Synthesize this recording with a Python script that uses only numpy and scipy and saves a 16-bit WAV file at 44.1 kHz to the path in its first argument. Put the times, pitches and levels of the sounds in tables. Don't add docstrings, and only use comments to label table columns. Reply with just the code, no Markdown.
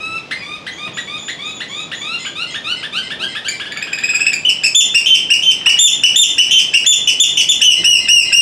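import sys
import numpy as np
from scipy import signal
from scipy.fft import rfft, irfft, next_fast_len
from scipy.io import wavfile
from scipy.ndimage import uniform_filter1d, minimum_filter1d

SR = 44100
rng = np.random.default_rng(int(sys.argv[2]) if len(sys.argv) > 2 else 0)


def dump_mix(stems):
    frames = np.atleast_2d(stems).T
    limited = np.clip(frames, -1, 1)
    pcm = np.round(limited * 32767).astype(np.int16)
    wavfile.write(sys.argv[1], SR, pcm)


N = 370881


def from_db(db):
    return 10 ** (np.asarray(db) / 20)


def unit_level(x):
    return x / np.sqrt(np.mean(x ** 2) + 1e-20)


def at_hz(points, hz):
    f, value = np.transpose(points)
    return np.interp(np.log(np.maximum(hz, 1)), np.log(f), value)


def add(track, start_s, sound):
    i = max(round(start_s * SR), 0)
    track[i:i + len(sound)] += sound[:max(N - i, 0)]


def flutter(size, rate_hz):
    lowpass = signal.butter(2, rate_hz, fs=SR, output="sos")
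    return unit_level(signal.sosfilt(lowpass, rng.standard_normal(SR // 3)))[-size:]


def band_noise(size, low_hz, high_hz):
    band = signal.butter(2, [low_hz, high_hz], "band", fs=SR, output="sos")
    return unit_level(signal.sosfilt(band, rng.standard_normal(size)))


def stereo(mid, side, side_db):
    return mid + from_db(side_db) * side * np.array([[1], [-1]])


def pitch_curve(length_s, hz, scoop, rise_s, drop, fall_s, sag=0):
    t = np.arange(int(length_s * SR)) / SR
    ending = np.clip(1 - (length_s - t) / fall_s, 0, 1) ** 2
    return hz * (1 - scoop * np.exp(-t / rise_s)) * (1 - sag * (t / length_s - .5)) * (1 - drop * ending)


def bird_note(glide, harmonics_db, colour, jitter, attack_s, release_s, swell_db=0, rough=0, end_db=None):
    size = len(glide)
    t, progress = np.arange(size) / SR, np.linspace(0, 1, size)
    below_pitch = 1 - glide / glide[size // 2]
    calm = np.exp(-((progress - .52) / .15) ** 2) * min(t[-1] / .1, 1) ** 2
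    shake_hz = 371.6 * (1 + .311 * flutter(size, rate_hz=206))
    shake = np.sin(2 * np.pi * np.cumsum(shake_hz) / SR)
    tremble = (jitter + .09 * np.minimum(np.abs(below_pitch), .2)) * flutter(size, rate_hz=277)
    hz = glide * (1 + tremble + rough * (1 - calm) * (.041 + .13 * shake))
    harmonic = np.arange(1, len(harmonics_db) + 1)[:, None]
    db = np.array(harmonics_db, float)[:, None] + rough * calm * np.where(harmonic > 1, -14, 6)
    if end_db is not None:
        slack = np.clip(below_pitch / .12, 0, 1) * (progress > .5)
        db = db + slack * (np.array(end_db)[:, None] - db)
    db = db + at_hz(colour, harmonic * glide) + swell_db * (progress - .5)
    gains = from_db(db) * (harmonic * glide < SR / 2)
    fade = np.clip(t / attack_s, 0, 1) * np.clip((t[-1] - t) / release_s, 0, 1)
    phase = 2 * np.pi * np.cumsum(hz) / SR
    return np.sqrt(2) * fade * np.sum(gains * np.sin(harmonic * phase), axis=0)


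# frequency_hz, gain_db
VENT_COLOUR = [(25, -28), (45, -17), (80, -7.5), (150, -0.5), (280, -1.5), (500, -5), (900, -9),
               (1500, -14.5), (3000, -12), (6000, -23), (10000, -40.5), (13000, -49), (16000, -76)]


def ventilation(level_db):
    size = next_fast_len(N)
    colour = from_db(at_hz(VENT_COLOUR, np.arange(size // 2 + 1) * SR / size))
    white = rfft(rng.standard_normal((2, size)))
    mid, side = unit_level(irfft(white * colour, size)[:, :N])
    return from_db(level_db) * stereo(mid, side, side_db=-25)


# time_s, level_db
RUMBLE_LEVELS = [(0, -79), (4, -70), (4.8, -66), (8.41, -50)]


def rumble():
    mid, side = (band_noise(N, low_hz=20, high_hz=74) for _ in range(2))
    level_db = np.interp(np.arange(N) / SR, *np.transpose(RUMBLE_LEVELS))
    return from_db(level_db) * stereo(mid, side, side_db=-23)


# time_s, third_harmonic_db
REEDINESS = [(0, -8), (.8, -3.5), (1.4, 2), (3.2, 0)]
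# frequency_hz, gain_db
WHINE_COLOUR = [(1100, -3.5), (1350, -3.5), (1750, -0.5), (2200, -0.5), (2600, 2.5), (3700, 3),
                (4400, -8.5), (5000, -14), (6400, -21.5), (7700, -22.5), (9000, -23.5), (10500, -31),
                (15000, -59)]
# start_s, length_s, first_pitch_hz, top_pitch_hz, level_db
WHINES = [(0, 0.19, 1266, 1329, -30.5), (0.414, 0.16, 1108, 1260, -35.5), (0.777, 0.11, 1144, 1273, -34),
          (1.07, 0.12, 1127, 1265, -34), (1.384, 0.13, 1102, 1303, -36), (1.692, 0.14, 1063, 1312, -36.5),
          (2.008, 0.16, 1131, 1433, -32.5), (2.349, 0.1, 1149, 1522, -30.5),
          (2.639, 0.1, 1171, 1574, -28.5), (2.921, 0.082, 1167, 1710, -27),
          (3.191, 0.068, 1210, 1835, -27.5), (3.441, 0.038, 1254, 1950, -28.5)]


def whines():
    out = np.zeros(N)
    for start, length, first_hz, top_hz, db in WHINES:
        octaves = np.log2(top_hz / first_hz)
        glide = pitch_curve(length, first_hz, scoop=.036, rise_s=.0082, drop=.245, fall_s=.0199)
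        bend = .45 + 1.2 * octaves
        glide *= 2 ** (octaves * np.linspace(0, 1, len(glide)) ** bend)
        third_db = np.interp(start, *np.transpose(REEDINESS))
        upper_db = (13 * octaves - 3) * np.linspace(.3, 1, 8) - 1.5
        note = bird_note(glide, np.r_[-2.5, 0, third_db, upper_db], WHINE_COLOUR,
                         jitter=.006, attack_s=.008, release_s=.016, swell_db=24.8 * octaves)
        add(out, start, from_db(db) * note)
        if start > SIGHS_FROM_S:
            add(out, start + length + SIGH_GAP_S, sigh(level_db=-32.5))
    return out


# start_s, length_s, centre_hz, level_db
SCUFFS = [(0.027, 0.16, 168, -47.5), (.856, 0.045, 312, -36), (3.076, 0.25, 370, -41.5),
          (7.782, 0.043, 205, -36.5)]


def scuffs():
    out = np.zeros(N)
    for start, length, hz, db in SCUFFS:
        size = int(length * SR)
        add(out, start, from_db(db) * np.hanning(size) * band_noise(size, hz / 2.7, hz * 2.13))
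    return out


# frequency_hz, gain_db
KIP_COLOUR = [(1200, -0.5), (1900, 5.5), (3000, 3.5), (4200, -4.5), (5000, -10), (6500, -21.5),
              (8500, -18.5), (11000, -25), (15000, -69)]
# start_s, pitch_hz, level_db
KIPS = [(.309, 2152, -27), (0.664, 2040, -32), (.969, 1963, -32), (1.28, 2050, -32), (1.602, 2060, -33.5),
        (1.914, 1960, -33.5), (2.248, 1617, -35.5), (2.541, 1857, -33), (2.827, 1780, -33.5),
        (3.102, 1840, -33), (3.35, 1826, -32), (3.596, 1713, -34), (3.653, 1720, -37.5), (3.866, 1694, -40),
        (5.762, 2070, -40.5), (6.14, 2000, -43), (6.479, 2005, -48), (6.84, 2125, -38.5)]


def kips():
    out = np.zeros(N)
    for start, hz, db in KIPS:
        second_db = 4.4 + .68 * np.interp(start, *np.transpose(REEDINESS))
        glide = pitch_curve(.031, hz, scoop=.51, rise_s=.0065, drop=.34, fall_s=.0029)
        note = bird_note(glide, np.r_[0, second_db, np.zeros(5)], KIP_COLOUR,
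                         jitter=.025, attack_s=.0032, release_s=.0064, swell_db=.5)
        add(out, start, from_db(db) * note)
    return out


# frequency_hz, gain_db
PIPE_COLOUR = [(1800, -47), (2400, -2.5), (2900, 8), (3550, 1.5), (3900, -62), (4400, -5.5), (5400, 6.5),
               (7200, 3.5), (8200, 5), (9400, -11), (10700, 1.5), (12300, -5.5), (14300, -1), (16000, -7)]
# start_s, length_s, pitch_hz, level_db
ANSWERS = [(.353, .055, 2465, -35), (0.709, 0.051, 3340, -42), (.933, 0.069, 3535, -36.5),
           (1.174, 0.13, 3507, -37), (1.443, 0.13, 3480, -38.5), (1.678, .15, 3490, -39),
           (1.94, 0.078, 3460, -36), (2.181, 0.098, 3490, -37.5), (2.497, 0.054, 3340, -38.5)]


def far_bird():
    out = np.zeros(N)
    for start, length, hz, db in ANSWERS:
        glide = pitch_curve(length, hz, scoop=.0565, rise_s=.008, drop=.048, fall_s=.0234)
        note = bird_note(glide, [-2, -9.5, -30, -35], PIPE_COLOUR,
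                         jitter=.0069, attack_s=.0019, release_s=.0026)
        add(out, start, from_db(db) * note)
    return out


# pitch_hz, gain_db, ring_s (time to fade by 60 dB)
KNOCK_TONES = [(426, -41, 0.024), (905, -15, 0.01), (1420, -13, 0.014), (1840, -10, 0.021),
               (2800, 1.5, 0.0045), (4150, -17, 0.0047)]
# start_s, level_db
KNOCKS = [(0.878, -14), (5.613, -13), (5.667, 2)]


def knocks():
    out, t = np.zeros(N), np.arange(SR // 10) / SR
    tap = sum((-1) ** k * from_db(db - 60 * t / ring_s) * np.sin(2 * np.pi * hz * t)
              for k, (hz, db, ring_s) in enumerate(KNOCK_TONES)) / 2
    for start, db in KNOCKS:
        add(out, start, from_db(db) * tap)
    return out


SIGHS_FROM_S, SIGH_GAP_S = 2.0, .014


def sigh(level_db):
    glide = pitch_curve(.068, hz=1050, scoop=.102, rise_s=.01013, drop=.162, fall_s=.035)
    return from_db(level_db) * bird_note(glide, [-62, -5, -12, -5.5, 4.5, -7, 2.5, 6], WHINE_COLOUR,
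                                         jitter=.012, attack_s=.016, release_s=.018)


def lead_in(level_db):
    glide = pitch_curve(.018, hz=1888, scoop=.248, rise_s=.0073, drop=0, fall_s=.005)
    return from_db(level_db) * bird_note(glide, [-5.5, -4.5, -13, -21], KIP_COLOUR,
                                         jitter=.082, attack_s=.0019, release_s=.0026)


# frequency_hz, gain_db
TRILL_COLOUR = [(2200, -9), (2600, 7), (4900, -8), (5400, 0), (7000, -3), (7900, -0.5), (10000, -29),
                (12700, -30), (15500, -43)]
# start_s, length_s, pitch_hz, level_db
TRILL = [(3.483, 0.014, 2353, -15), (3.721, 0.0054, 2470, -19), (3.772, 0.0054, 2510, -15.5),
         (3.824, 0.0092, 2510, -19), (3.93, 0.01, 2533, -17), (3.986, 0.0071, 2508, -17.5),
         (4.036, 0.015, 2534, -17), (4.09, 0.019, 2548, -20.5), (4.144, 0.024, 2497, -17.5),
         (4.204, 0.021, 2600, -21), (4.265, 0.013, 2641, -14), (4.331, 0.017, 2430, -16)]


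def trill():
    out = np.zeros(N)
    for start, length, hz, db in TRILL:
        third_db = -6 + 3 * np.log2(length / .012)
        add(out, start - .011, lead_in(level_db=-29))
        glide = pitch_curve(length, hz, scoop=.06, rise_s=.0028, drop=.086, fall_s=.0055)
        note = bird_note(glide, [0, -1, third_db, 0, -2, -4], TRILL_COLOUR,
                         jitter=.017, attack_s=.0015, release_s=.0048)
        add(out, start, from_db(db) * note)
    return out


def piping(notes, shape, third_base_db, end_first_db, reed_db, lead_db, jitter, attack_s, sigh_db=None):
    out = np.zeros(N)
    end_db = np.r_[end_first_db, reed_db - np.array([0, 7, 15, 19])]
    for start, length, hz, db, second_db, rough in notes:
        third_db = third_base_db + .64 * second_db
        harmonics_db = [0, second_db, third_db, third_db - 11, third_db - 19]
        add(out, start - .007, lead_in(lead_db))
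        note = bird_note(pitch_curve(length, hz, **shape), harmonics_db, PIPE_COLOUR,
                         jitter, attack_s, release_s=.004, rough=rough, end_db=end_db)
        add(out, start, from_db(db) * note)
        if sigh_db is not None:
            add(out, start + length + SIGH_GAP_S, sigh(sigh_db))
    return out


# start_s, length_s, pitch_hz, level_db, second_harmonic_db, roughness (0 to 1)
SCREECHES = [(4.449, 0.057, 3023, -19, -25, 0.14), (5.059, .105, 3068, -17.5, -16, 0.48),
             (5.424, .1, 3071, -22, -13, 0.34), (6.509, 0.097, 3045, -18, -8.5, 0.6),
             (7.073, 0.035, 2994, -17.5, -8, 0.43), (7.371, 0.049, 2965, -19, -7.5, 0.66)]


def screeches():
    shape = dict(scoop=.094, rise_s=.0026, drop=.298, fall_s=.0259)
    return piping(SCREECHES, shape, third_base_db=-7, end_first_db=1.5, reed_db=-3.5,
                  lead_db=-51, jitter=.0032, attack_s=.0015, sigh_db=-43.5)


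# start_s, length_s, pitch_hz, level_db, second_harmonic_db, roughness (0 to 1)
PIPS = [(4.635, 0.037, 2720, -15, -5, .02), (4.945, 0.041, 2847, -14.5, -8, 0.06),
        (5.302, 0.045, 2924, -15.5, -11, 0), (5.659, 0.046, 2957, -13, -14, 0.02),
        (6.035, 0.032, 3083, -12.5, -8, 0.08), (6.381, 0.047, 3000, -16, -8, 0.18),
        (6.737, .043, 2882, -14, -12.5, 0.24)]


def pips():
    shape = dict(scoop=.159, rise_s=.00765, drop=.255, fall_s=.02276)
    return piping(PIPS, shape, third_base_db=-8, end_first_db=.5, reed_db=-7,
                  lead_db=-32, jitter=.0084, attack_s=.0012)


# start_s, length_s, pitch_hz, level_db, second_harmonic_db, roughness (0 to 1)
PEEPS = [(4.746, .071, 3530, -8.5, -6, 0.01), (5.787, 0.099, 3576, -7, -5, 0),
         (6.157, 0.088, 3600, -5, -9, 0.1), (6.861, 0.076, 3521, -8.5, -4, 0.01),
         (7.197, 0.049, 3555, -7, -6, 0.01), (7.486, 0.043, 3560, -10.5, -8.5, 0.03)]


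def peeps():
    shape = dict(scoop=.205, rise_s=.00436, sag=.0279, drop=.35, fall_s=.024)
    return piping(PEEPS, shape, third_base_db=-13.5, end_first_db=-8, reed_db=-15,
                  lead_db=-64, jitter=.0041, attack_s=.0086, sigh_db=-38.5)


# start_s, length_s, pitch_hz, level_db, second_harmonic_db, roughness (0 to 1)
SLURS = [(7.613, 0.13, 2967, -14, -7.5, 0.35), (7.841, 0.14, 2867, -15.5, -5.5, 0.07),
         (8.082, .15, 2826, -15, -6.5, 0.01), (8.323, 0.18, 2770, -13, -7, 0)]


def slurs():
    shape = dict(scoop=.21, rise_s=.012, sag=.1337, drop=.091, fall_s=.0546)
    return piping(SLURS, shape, third_base_db=-6.5, end_first_db=-6, reed_db=-11,
                  lead_db=-29.5, jitter=.0025, attack_s=.0052, sigh_db=-29)


# delay_s, gain (share of the direct sound)
ECHOES = [(.0031, 0.3), (0.009, 0.07), (0.0233, .3), (.029, 0.1)]
# frequency_hz, ring_s (time to fade by 60 dB)
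ROOM_RING = [(500, 0.68), (1500, 0.34), (3000, 0.46), (7000, 0.35), (11000, 0.3), (16000, 0.21)]


def aviary(sound, direct_db, tail_db):
    t = np.arange(SR) / SR
    hz, white = np.arange(SR // 2 + 1), rfft(rng.standard_normal((2, SR)))
    edges_hz = np.r_[0, np.geomspace(700, SR / 2, 12)]
    tail = np.zeros((2, SR))
    for low, high in zip(edges_hz, edges_hz[1:]):
        ring_s = at_hz(ROOM_RING, (low + high) / 2)
        tail += irfft(white * (hz >= low) * (hz < high)) * from_db(-60 * t / ring_s)
    tail *= np.clip(t / .0055, 0, 1) * (1 + .5 * np.exp(-t / .025))
    mid, side = from_db(tail_db) * unit_level(tail) / np.sqrt(SR)
    mid[0] += from_db(direct_db)
    for delay, gain in ECHOES:
        mid[round(delay * SR)] += gain * from_db(direct_db)
    return signal.fftconvolve(sound[None], stereo(mid, side, side_db=-17.5), axes=1)[:, :N]


def scene():
    near_bird = whines() + kips() + trill() + pips() + peeps() + screeches() + slurs()
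    near = aviary(near_bird + knocks() + scuffs(), direct_db=1, tail_db=1)
    far = aviary(far_bird(), direct_db=-9, tail_db=6.5)
    return (near + far + rumble() + ventilation(level_db=-37.5)) * from_db([[.2], [-.2]])


def limiter(x, ceiling_db, release_db_per_s):
    over_db = np.maximum(20 * np.log10(np.abs(x).max(axis=0) + 1e-9) - ceiling_db, 0)
    recovery_db = release_db_per_s * np.arange(N) / SR
    cut_db = np.maximum.accumulate(over_db + recovery_db) - recovery_db
    return x * from_db(uniform_filter1d(minimum_filter1d(-cut_db, size=65), size=65))


def record(dry):
    held = limiter(dry, ceiling_db=-.79, release_db_per_s=153)
    return signal.sosfilt(signal.ellip(10, .1, 80, 15900, fs=SR, output="sos"), held)


dry = scene()
out = record(dry)
dump_mix(out)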